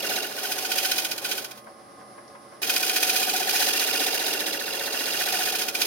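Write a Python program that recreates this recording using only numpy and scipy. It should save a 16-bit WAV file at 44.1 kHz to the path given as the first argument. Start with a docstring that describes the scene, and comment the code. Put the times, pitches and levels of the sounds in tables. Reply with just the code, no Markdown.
"""A small workshop: a gouge shaves a wooden bowl on a lathe, lifts off for a second, and bites again.
The edge meets nearly the same wood every turn: end grain rasps once a turn, the thin wall rings at its
own angles. Hand pressure sets the loudness; when the edge stops biting, the bevel rides and squeals.
The motor hums, sagging under load, and its speed controller whistles. The gouge taps its rest,
a chip lands, and the room adds a short tail."""
import sys
import numpy as np
from scipy import signal
from scipy.fft import rfft, irfft, next_fast_len
from scipy.io import wavfile
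from scipy.ndimage import map_coordinates

SR = 44100
rng = np.random.default_rng(int(sys.argv[2]) if len(sys.argv) > 2 else 0)


def inscribe(sig):
    """Save sig as 16-bit PCM at rate SR to the path in sys.argv[1].

    A 1-D sig is mono; a 2-D sig holds one channel per row.
    Samples are clipped to [-1, 1] before scaling.
    """
    pcm = np.round(np.clip(np.atleast_2d(sig).T, -1, 1) * 32767)
    wavfile.write(sys.argv[1], SR, pcm.astype(np.int16))


N = 258426

# spindle, slower under the cut: (time [s], speed [turns/s])
SPINDLE = [(0, 15.1), (1.35, 15.1), (1.55, 15.22), (2.55, 15.19), (2.7, 15.03), (3.7, 15.05), (4.5, 15.07),
           (5.86, 15.09)]
TIME_S = np.arange(N) / SR
SIDES = np.array([[.5], [-.5]])  # splits a left-minus-right offset
ENTRY_S = 2.616  # second cut starts
SEATED_DB = -28.5  # above this pressure the edge stays in the wood all the way round


def amp(db):
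    """Decibels to gain."""
    return 10 ** (np.asarray(db) / 20)


def unit(x):
    """Scale to rms 1."""
    return x / np.sqrt(np.mean(x ** 2) + 1e-20)


def gate(over_db, steepness):
    """Soft switch: 0 far below 0 dB, 1 far above."""
    return 1 / np.sqrt(1 + amp(-over_db) ** steepness)


def along(points, hz):
    """Interpolate (frequency [Hz], value) points on a log axis."""
    f, v = np.transpose(points)
    return np.interp(np.log(hz + 1), np.log(f + 1), v)


def curve(points):
    """Interpolate (time [s], value) points at every sample."""
    return np.interp(TIME_S, *np.transpose(points))


def wobble(rate_hz):
    """Smooth random curve, rate_hz knots a second."""
    size = 8 * int(N * rate_hz / SR) + 32
    grid = np.arange(size) / 8
    smooth = map_coordinates(rng.standard_normal(size // 8), [grid])
    return np.interp(TIME_S * rate_hz, grid, smooth)


def filtered(x, response):
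    """Apply a complex frequency response."""
    size = next_fast_len(N + 8192, True)
    return irfft(rfft(x, size) * response(np.fft.rfftfreq(size, 1 / SR)), size)[..., :N]


def coloured(x, spectrum):
    """Shape by (frequency [Hz], level [dB]) points; rms 1."""
    return unit(filtered(x, lambda hz: amp(along(spectrum, hz))))


def resonance(hz, centre_hz, width_hz):
    """Causal response of one mode."""
    return 1j * hz * width_hz / (centre_hz ** 2 - hz ** 2 + 1j * hz * width_hz)


def ringing(x, modes):
    """Drive parallel modes of alternating sign."""
    return filtered(x, lambda f: sum((-1) ** k * amp(db) * resonance(f, hz, width_hz)
                                     for k, (hz, width_hz, db) in enumerate(modes)))


def spread(pair):
    """Two unrelated signals become left and right, most alike in the upper bass."""
    # (frequency [Hz], left-right correlation [0-1])
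    likeness = [(30, .5), (120, .88), (260, .72), (600, .68), (1100, .45), (2200, .5), (4400, .3),
                (12000, .2)]

    def weights(hz):
        angle = np.arccos(np.clip(along(likeness, hz), 0, 1)) / 2
        return np.array([np.cos(angle), np.sin(angle)])

    mid, side = filtered(pair, weights)
    return np.array([mid + side, mid - side])


def pressure_db():
    """Hand pressure: the first cut lifts off smoothly, the second starts abruptly."""
    # pressure in each cut: (time [s], level [dB])
    first_cut = [(0.0, -29.5), (0.04, -27), (0.16, -25), (0.31, -33), (0.44, -25.5), (0.65, -28),
                 (0.72, -23), (0.82, -22), (0.98, -24), (1.2, -32.5), (1.25, -26.5), (1.33, -23.5),
                 (1.58, -46), (1.64, -59)]
    second_cut = [(2.63, -26), (2.71, -21), (2.79, -23.5), (3.08, -20.5), (3.42, -23.5), (3.58, -20.5),
                  (4.47, -26.5), (4.58, -30), (4.86, -28.5), (5.39, -22.5), (5.69, -26.5), (5.725, -33),
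                  (5.755, -25.5), (5.86, -21.5)]
    lift_s, lift_db_per_s, rise_s = 1.67, 150, .0044
    first = amp(curve(first_cut) - lift_db_per_s * np.maximum(TIME_S - lift_s, 0))
    second = amp(curve(second_cut)) * np.clip((TIME_S - ENTRY_S) / rise_s, 0, 1)
    return 20 * np.log10(first + second + 1e-6)


def surface(turns):
    """Roughness under the edge: each turn inherits the coarse relief of the last."""
    # (frequency [Hz], turn-to-turn correlation [0-1])
    memory = [(300, .65), (800, .65), (1600, .6), (2600, .45), (4500, .3), (10000, .15)]
    count, size = int(turns[-1]) + 3, int(SR / SPINDLE[0][1])
    relief = rfft(rng.standard_normal((count, 2, size)))
    kept = along(memory, np.fft.rfftfreq(size, 1 / SR))
    for k in range(1, count):
        relief[k] = kept * relief[k - 1] + np.sqrt(1 - kept ** 2) * relief[k]
    tracks = irfft(relief, size).transpose(1, 0, 2).reshape(2, -1)
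    return spread(np.array([map_coordinates(track, [(turns + 1) * size]) for track in tracks]))


def sector(turns, angle_turns, width_turns):
    """Bell-shaped swell once a turn."""
    return np.exp(-.5 * (((turns - angle_turns + .5) % 1 - .5) / width_turns) ** 2)


def end_grain(turns, bite_db, riding, far_side, spike, onset_turns, fall_turns):
    """Gain over a turn: end-grain strike, lulls along the side grain, softer far-side swell."""
    since = (turns + onset_turns + .02) % 1
    tail = (1 - np.exp(-(since / onset_turns) ** 2)) * np.exp(-since / fall_turns)
    strike = .3 * unit(tail / tail.max() + spike * sector(turns, -.005, .028))
    lulls_db = ((8 + 4 * riding) * sector(turns, .43, .075)
                + 3 * (1 - riding) * sector(turns, -.16, .05)
                + 5 * riding * sector(turns, .1, .055))
    plain = amp(-lulls_db) + far_side * sector(turns, -.37, .075)
    bite = amp(bite_db) ** 2 + .7 * amp(bite_db)
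    return np.sqrt((plain + bite * strike) / (plain.mean() + bite * strike.mean()))


def tearing(turns, wood, press_db, bite_db, riding, drag):
    """Fibres snap one after another: a rasp and a hiss of shavings, most at the end grain."""
    # (frequency [Hz], density [dB])
    rasp_spectrum = [(300, -45), (800, -12), (1200, -17.5), (1700, -3.5), (2000, -6), (2400, 1), (3100, 1),
                     (4300, 0), (5000, 2.5), (5600, -0.5), (6500, -1.5), (7200, -20.5), (9000, -23),
                     (12000, -58)]
    hiss_spectrum = [(2000, -62), (7000, -6.5), (8000, -6.5), (9300, 0), (11500, 1), (13500, -0.5),
                     (16000, -4), (18000, -37)]
    torn = wood
    for rate_hz, depth_db in (1900, 1), (150, 1.5), (36, 1):
        torn = torn * unit(amp(depth_db * wobble(rate_hz)))
    scuff = .3 * drag ** 2 + .7 * riding  # a deep cut or riding bevel scuffs the far side too
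    rasp_gain = end_grain(turns, bite_db + 2, riding, far_side=.65 * scuff,
                          spike=.2, onset_turns=.068, fall_turns=.085)
    hiss_gain = end_grain(turns, np.maximum(bite_db, -14), riding, far_side=.46 * scuff,
                          spike=.66, onset_turns=.13, fall_turns=.11)
    rasp = amp(press_db - 7) * coloured(torn * rasp_gain, rasp_spectrum)
    hiss = amp(press_db - 8) * coloured(torn * hiss_gain, hiss_spectrum)
    return rasp + hiss


def rumble(turns, wood):
    """The relief shakes the bowl, swelling once a turn."""
    # (frequency [Hz], density [dB])
    spectrum = [(40, -44), (110, -21), (170, -13), (230, -3), (340, 1.5), (425, 1), (490, -1.5), (600, 1),
                (680, -3), (890, -1), (1020, -13.5), (1300, -8.5), (1800, -10), (3000, -46)]
    return amp(-41) * coloured(wood * (1 + .5 * sector(turns, -.17, .098)), spectrum)


def bowl_ring(wood, press_db):
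    """The relief rings the bowl faintly all the way round."""
    # (frequency [Hz], width [Hz], level [dB])
    modes = [(745, 45, 1.5), (1440, 42, 11.5), (2465, 60, 4), (3085, 50, 9), (3260, 55, 7), (4795, 70, 6)]
    return amp(press_db - 21) * unit(ringing(wood, modes))


def chatter(turns, modes, drift_rad, shift_turns=0):
    """Each mode sings once a turn, bent off pitch while its sector rubs, then rings out; rms 1."""
    apart_rad, scatter_db, detune, slip_hz = .45, 1.1, .004, 420
    spin_hz = SPINDLE[0][1]
    laps = np.arange(-1, int(turns[-1]) + 2)
    steps = np.arange(-SR // 40, SR // 20)
    offset = steps / SR * spin_hz  # turns from the peak
    out = np.zeros((2, N))
    for hz, first_db, second_db, angle, rise, fall, bend_hz, rough_rad in modes:
        peak = np.interp(laps + angle, turns - shift_turns, np.arange(N), left=-SR, right=N + SR)
        walk, left, right, loudness, tuning = rng.standard_normal((5, len(laps), 1))
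        level_db = np.where(peak < ENTRY_S * SR, first_db, second_db)[:, None] + scatter_db * loudness
        attack = -.5 * (offset / rise) ** 2
        release = (rise - np.hypot(offset, rise)) / fall
        swell = np.exp(np.where(offset < 0, attack, release))
        swell *= np.minimum((offset[-1] - offset) / fall, 1)
        bent_turns = (offset - rise * np.log(np.cosh(offset / rise))) / 2
        cycles = (hz * (1 + detune * tuning) * offset + bend_hz * bent_turns) / spin_hz
        phase = 2 * np.pi * cycles + drift_rad * np.cumsum(walk, axis=0)
        at = np.round(peak).astype(int)[:, None] + steps
        envelope = ((at >= 0) & (at < N)) * amp(level_db) * swell
        at = np.clip(at, 0, N - 1)
        for ear, skew in enumerate((left, right)):
            sung = envelope * np.sin(phase + apart_rad * skew + rough_rad * wobble(slip_hz)[at])
            out[ear] += np.bincount(at.ravel(), sung.ravel(), N)
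    return unit(out)


def body_ring(turns):
    """The bowl's low modes chatter once a turn."""
    # (frequency [Hz], first cut [dB], second cut [dB], angle after end grain [turns],
    #  rise [turns], fall [turns], bend [Hz], roughness [rad])
    modes = [(418, -4, -.5, .43, .085, .07, 40, .1), (400, -4, -6, -.06, .07, .07, 40, .1),
             (535, -1, -2.5, -.33, .075, .08, 25, .1), (1440, -7.5, -4, .27, .06, .13, 15, .2),
             (760, -5, -4, .2, .06, .08, 0, .2)]
    return amp(-43.5) * chatter(turns, modes, drift_rad=.34)


def rim_flutter(turns, press_db):
    """The thin rim rings, and flutters in spells that build, hold and die."""
    # columns as in body_ring
    modes = [(730, 0, 1.3, -.35, .08, .14, 75, .3)]
    # (start [s], length [s], boost [dB])
    spells = [(0.1, 0.72, 8.5), (3.17, 0.46, 10.3), (3.89, 0.39, 10.3), (5.2, 0.42, 9)]
    ramp_s, boost_db = .25, 0
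    for start_s, length_s, db in spells:
        inside_s = np.minimum(TIME_S - start_s, start_s + length_s - TIME_S)
        boost_db += db * np.clip(.5 + inside_s / ramp_s, 0, 1)
    return amp(press_db - 25.3 + boost_db) * chatter(turns, modes, drift_rad=.4)


def wall_ring(turns, excess_db):
    """The thin wall sings, later in the turn while the edge digs in."""
    # columns as in body_ring
    modes = [(1435, 1.5, 0, -.11, .07, .11, 100, .15)]
    # (time [s], delay [turns])
    lag = [(0, 0), (.55, .07), (1.3, .18), (2.95, .18), (3.1, 0), (4, -.02), (5.4, 0), (5.86, .1)]
    return amp(-42 + .3 * excess_db) * chatter(turns, modes, drift_rad=.74, shift_turns=curve(lag))


def wall_chirp(turns, excess_db, bite_db):
    """Higher wall modes chirp ahead of the end grain when the gouge presses firmly but slides."""
    # columns as in body_ring
    modes = [(1690, -5, -1, -.17, .05, .06, 30, .6), (1815, -7, -2, -.2, .06, .07, 15, .6),
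             (1900, -11, -8, -.2, .05, .05, 30, .9), (1740, -5, -4, -.02, .05, .05, 0, .7),
             (4880, -5, 0, -.49, .05, .04, 0, .9), (4250, -8, -4, -.44, .05, .04, 0, 1.3)]
    sliding = gate(-2 - bite_db, steepness=4)
    return amp(-39.5 + .28 * excess_db) * sliding * chatter(turns, modes, drift_rad=.593)


def bevel_squeal(turns, excess_db, riding):
    """The bevel squeals while it rides on the wood."""
    # columns as in body_ring
    modes = [(2765, .5, .5, .255, .045, .045, 20, .3), (2765, -1.5, -3.5, -.16, .06, .04, 20, .4),
             (3900, -3, -2, -.42, .06, .05, -300, 1.8), (2200, -8, -12, -.33, .05, .05, 0, 1),
             (4900, -8, -7, .27, .04, .04, 0, .7), (6200, -8, -10, .17, .03, .03, 0, .5)]
    return amp(-34.5 + .3 * excess_db) * riding * chatter(turns, modes, drift_rad=.8)


def grain_knock(turns, press_db, bite_db):
    """A harder bite into the end grain knocks the high modes harder."""
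    # columns as in body_ring
    modes = [(2480, -1.5, 2.3, .02, .04, .04, -90, .2), (3070, -1.5, -6, .01, .05, .06, 40, .45),
             (4780, -5, -4, 0, .045, .08, 0, .7), (4000, -6, -10, -.01, .04, .04, 0, .8),
             (3110, -8, -11, .27, .06, .06, 0, .5), (755, -11, -9.5, .2, .06, .08, 0, .2)]
    return amp(press_db - 13 + .56 * bite_db) * chatter(turns, modes, drift_rad=.78)


def gouge(turns):
    """The edge tears the spinning wood and rings the bowl; pressure and bite drive the layers."""
    # dig into the end grain, low on a riding bevel: (time [s], bite [dB])
    bite = [(0, -18), (.21, -15), (.29, -3.5), (.5, 0.5), (.9, 3.5), (1.17, 11), (1.3, 4), (1.52, 10.5),
            (2.7, 4.5), (3.4, 0), (3.7, -8), (4.25, -21), (5.1, -17), (5.28, -6), (5.45, -7), (5.75, 9),
            (5.86, -1)]
    press_db, bite_db = pressure_db(), curve(bite)
    excess_db = press_db - SEATED_DB
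    seated = gate(excess_db, steepness=2.16)  # a grazing edge hardly shakes the bowl
    drag = seated * amp(-.15 * bite_db)
    riding = gate(-7.5 - bite_db, steepness=4)
    wood = surface(turns)
    return (tearing(turns, wood, press_db, bite_db, riding, drag)
            + drag * rumble(turns, wood)
            + bowl_ring(wood, press_db)
            + drag * body_ring(turns)
            + rim_flutter(turns, press_db)
            + seated * wall_ring(turns, excess_db)
            + seated * wall_chirp(turns, excess_db, bite_db)
            + seated * bevel_squeal(turns, excess_db, riding)
            + seated * grain_knock(turns, press_db, bite_db))


def tone(cycles, db, balance_db, lead_rad):
    """Slightly unsteady line; standing waves give each side its own level and phase."""
    gain = amp(db + 1.5 * wobble(8.4) + SIDES * balance_db)
    return gain * np.sin(2 * np.pi * cycles + .22 * wobble(17) + SIDES * lead_rad)


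def lathe(turns):
    """Motor hum locked to the spindle, drive whistle, whirr of fan and bearings, ringing housing."""
    # (spindle multiple, level [dB], left minus right [dB], left lead [rad])
    motor_lines = [(37.16, -57, 2, -.6), (53.36, -60.5, -3, -.4), (80, -54.5, -8, 2.3),
                   (133.25, -64.5, -4, -.5)]
    # (frequency [Hz], level [dB], left minus right [dB], left lead [rad])
    drive_lines = [(127.4, -64, -0.5, -0.27), (10000, -58.5, 5, 1.85), (10384, -75, 3, 1.7)]
    # (frequency [Hz], density [dB])
    whirr_spectrum = [(20, -30), (50, -11.5), (100, -4), (220, 0.5), (750, 0), (1300, -1.5), (1900, -5),
                      (2600, -12.5), (4200, -12), (5200, -6), (7400, -22), (9300, -12), (11000, -16),
                      (12500, -28)]
    # (frequency [Hz], width [Hz], level [dB])
    housing_modes = [(219.4, 17, -4), (281, 5.2, -0.5), (351.6, 27, -3.5), (454, 12.6, -3), (570, 58, -3.5),
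                     (757, 15, -1), (1068.6, 15, 0.5), (1690, 11, -10)]
    hum = sum(tone(multiple * turns, *rest) for multiple, *rest in motor_lines)
    whistle = sum(tone(hz * TIME_S, *rest) for hz, *rest in drive_lines)
    air = spread(rng.standard_normal((2, N))) * amp(1.2 * wobble(25))
    whirr = amp(-53.5) * coloured(air, whirr_spectrum)
    housing = amp(-50) * unit(ringing(spread(rng.standard_normal((2, N))), housing_modes))
    return hum + whistle + amp(-1.4 * SIDES) * (whirr + housing)


def workshop(x):
    """Short diffuse tail; the treble dies first."""
    # (frequency [Hz], t60 [s])
    decay = [(200, 0.23), (2000, 0.16), (12000, 0.025)]
    hz, t, noise = signal.stft(rng.standard_normal((2, SR // 3)), SR, nperseg=256)
    tail = signal.istft(noise * amp(-60 * t / along(decay, hz)[:, None]), SR, nperseg=256)[1]
    return signal.fftconvolve(x, tail / np.linalg.norm(tail[0]), axes=1)[:, :N]


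def rest_taps(t60_s):
    """The gouge rattles lightly on its rest, which rings."""
    # (time [s], level [dB])
    taps = [(1.667, -40.5), (2.012, -45.5), (2.179, -41), (2.35, -42), (2.523, -46), (3.209, -39),
            (4.931, -37)]
    # (frequency [Hz], width [Hz], level [dB])
    modes = [(582, 40, 11), (1044, 54, 14), (1570, 200, 1.5), (2200, 390, -5.5)]
    blows, t = np.zeros((2, N)), np.arange(SR // 10) / SR
    for start_s, db in taps:
        at = round(start_s * SR)
        blows[:, at:at + len(t)] += amp(db + 10 - 60 * t / t60_s) * rng.standard_normal((2, len(t)))
    return ringing(blows, modes)


def chip(start_s, hz, burst_db, t60_s):
    """A loose chip lands with a faint bright tick."""
    t = TIME_S - start_s
    burst = (t > 0) * amp(burst_db - 60 * np.abs(t) / t60_s) * rng.standard_normal((2, N))
    return filtered(burst, lambda f: resonance(f, hz, hz / 4) ** 2)


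def scene():
    """Cut, taps and chip in the room, over the lathe; the cut reaches the left side first."""
    # balance of the cut: (frequency [Hz], left minus right [dB])
    balance = [(60, 2), (110, -1.0), (200, -1), (380, -2.5), (700, 1), (1290, -5), (2380, -2), (4400, -7),
               (8120, 1.5), (15000, 1.0)]
    first_strike_turns, lead_s = .875, 7.5e-5
    turns = np.cumsum(curve(SPINDLE)) / SR - first_strike_turns
    cut = filtered(gouge(turns),
                   lambda hz: amp(SIDES * along(balance, hz)) * np.exp(2j * np.pi * hz * lead_s * SIDES))
    tick = chip(start_s=2.279, hz=5200, burst_db=-37, t60_s=.07)
    work = cut + rest_taps(t60_s=.089) + tick
    return work + amp(-11) * workshop(work) + lathe(turns)


def record(dry):
    """Brick-wall low-pass."""
    return filtered(dry, lambda hz: hz < 16050)


dry = scene()
out = record(dry)
inscribe(out)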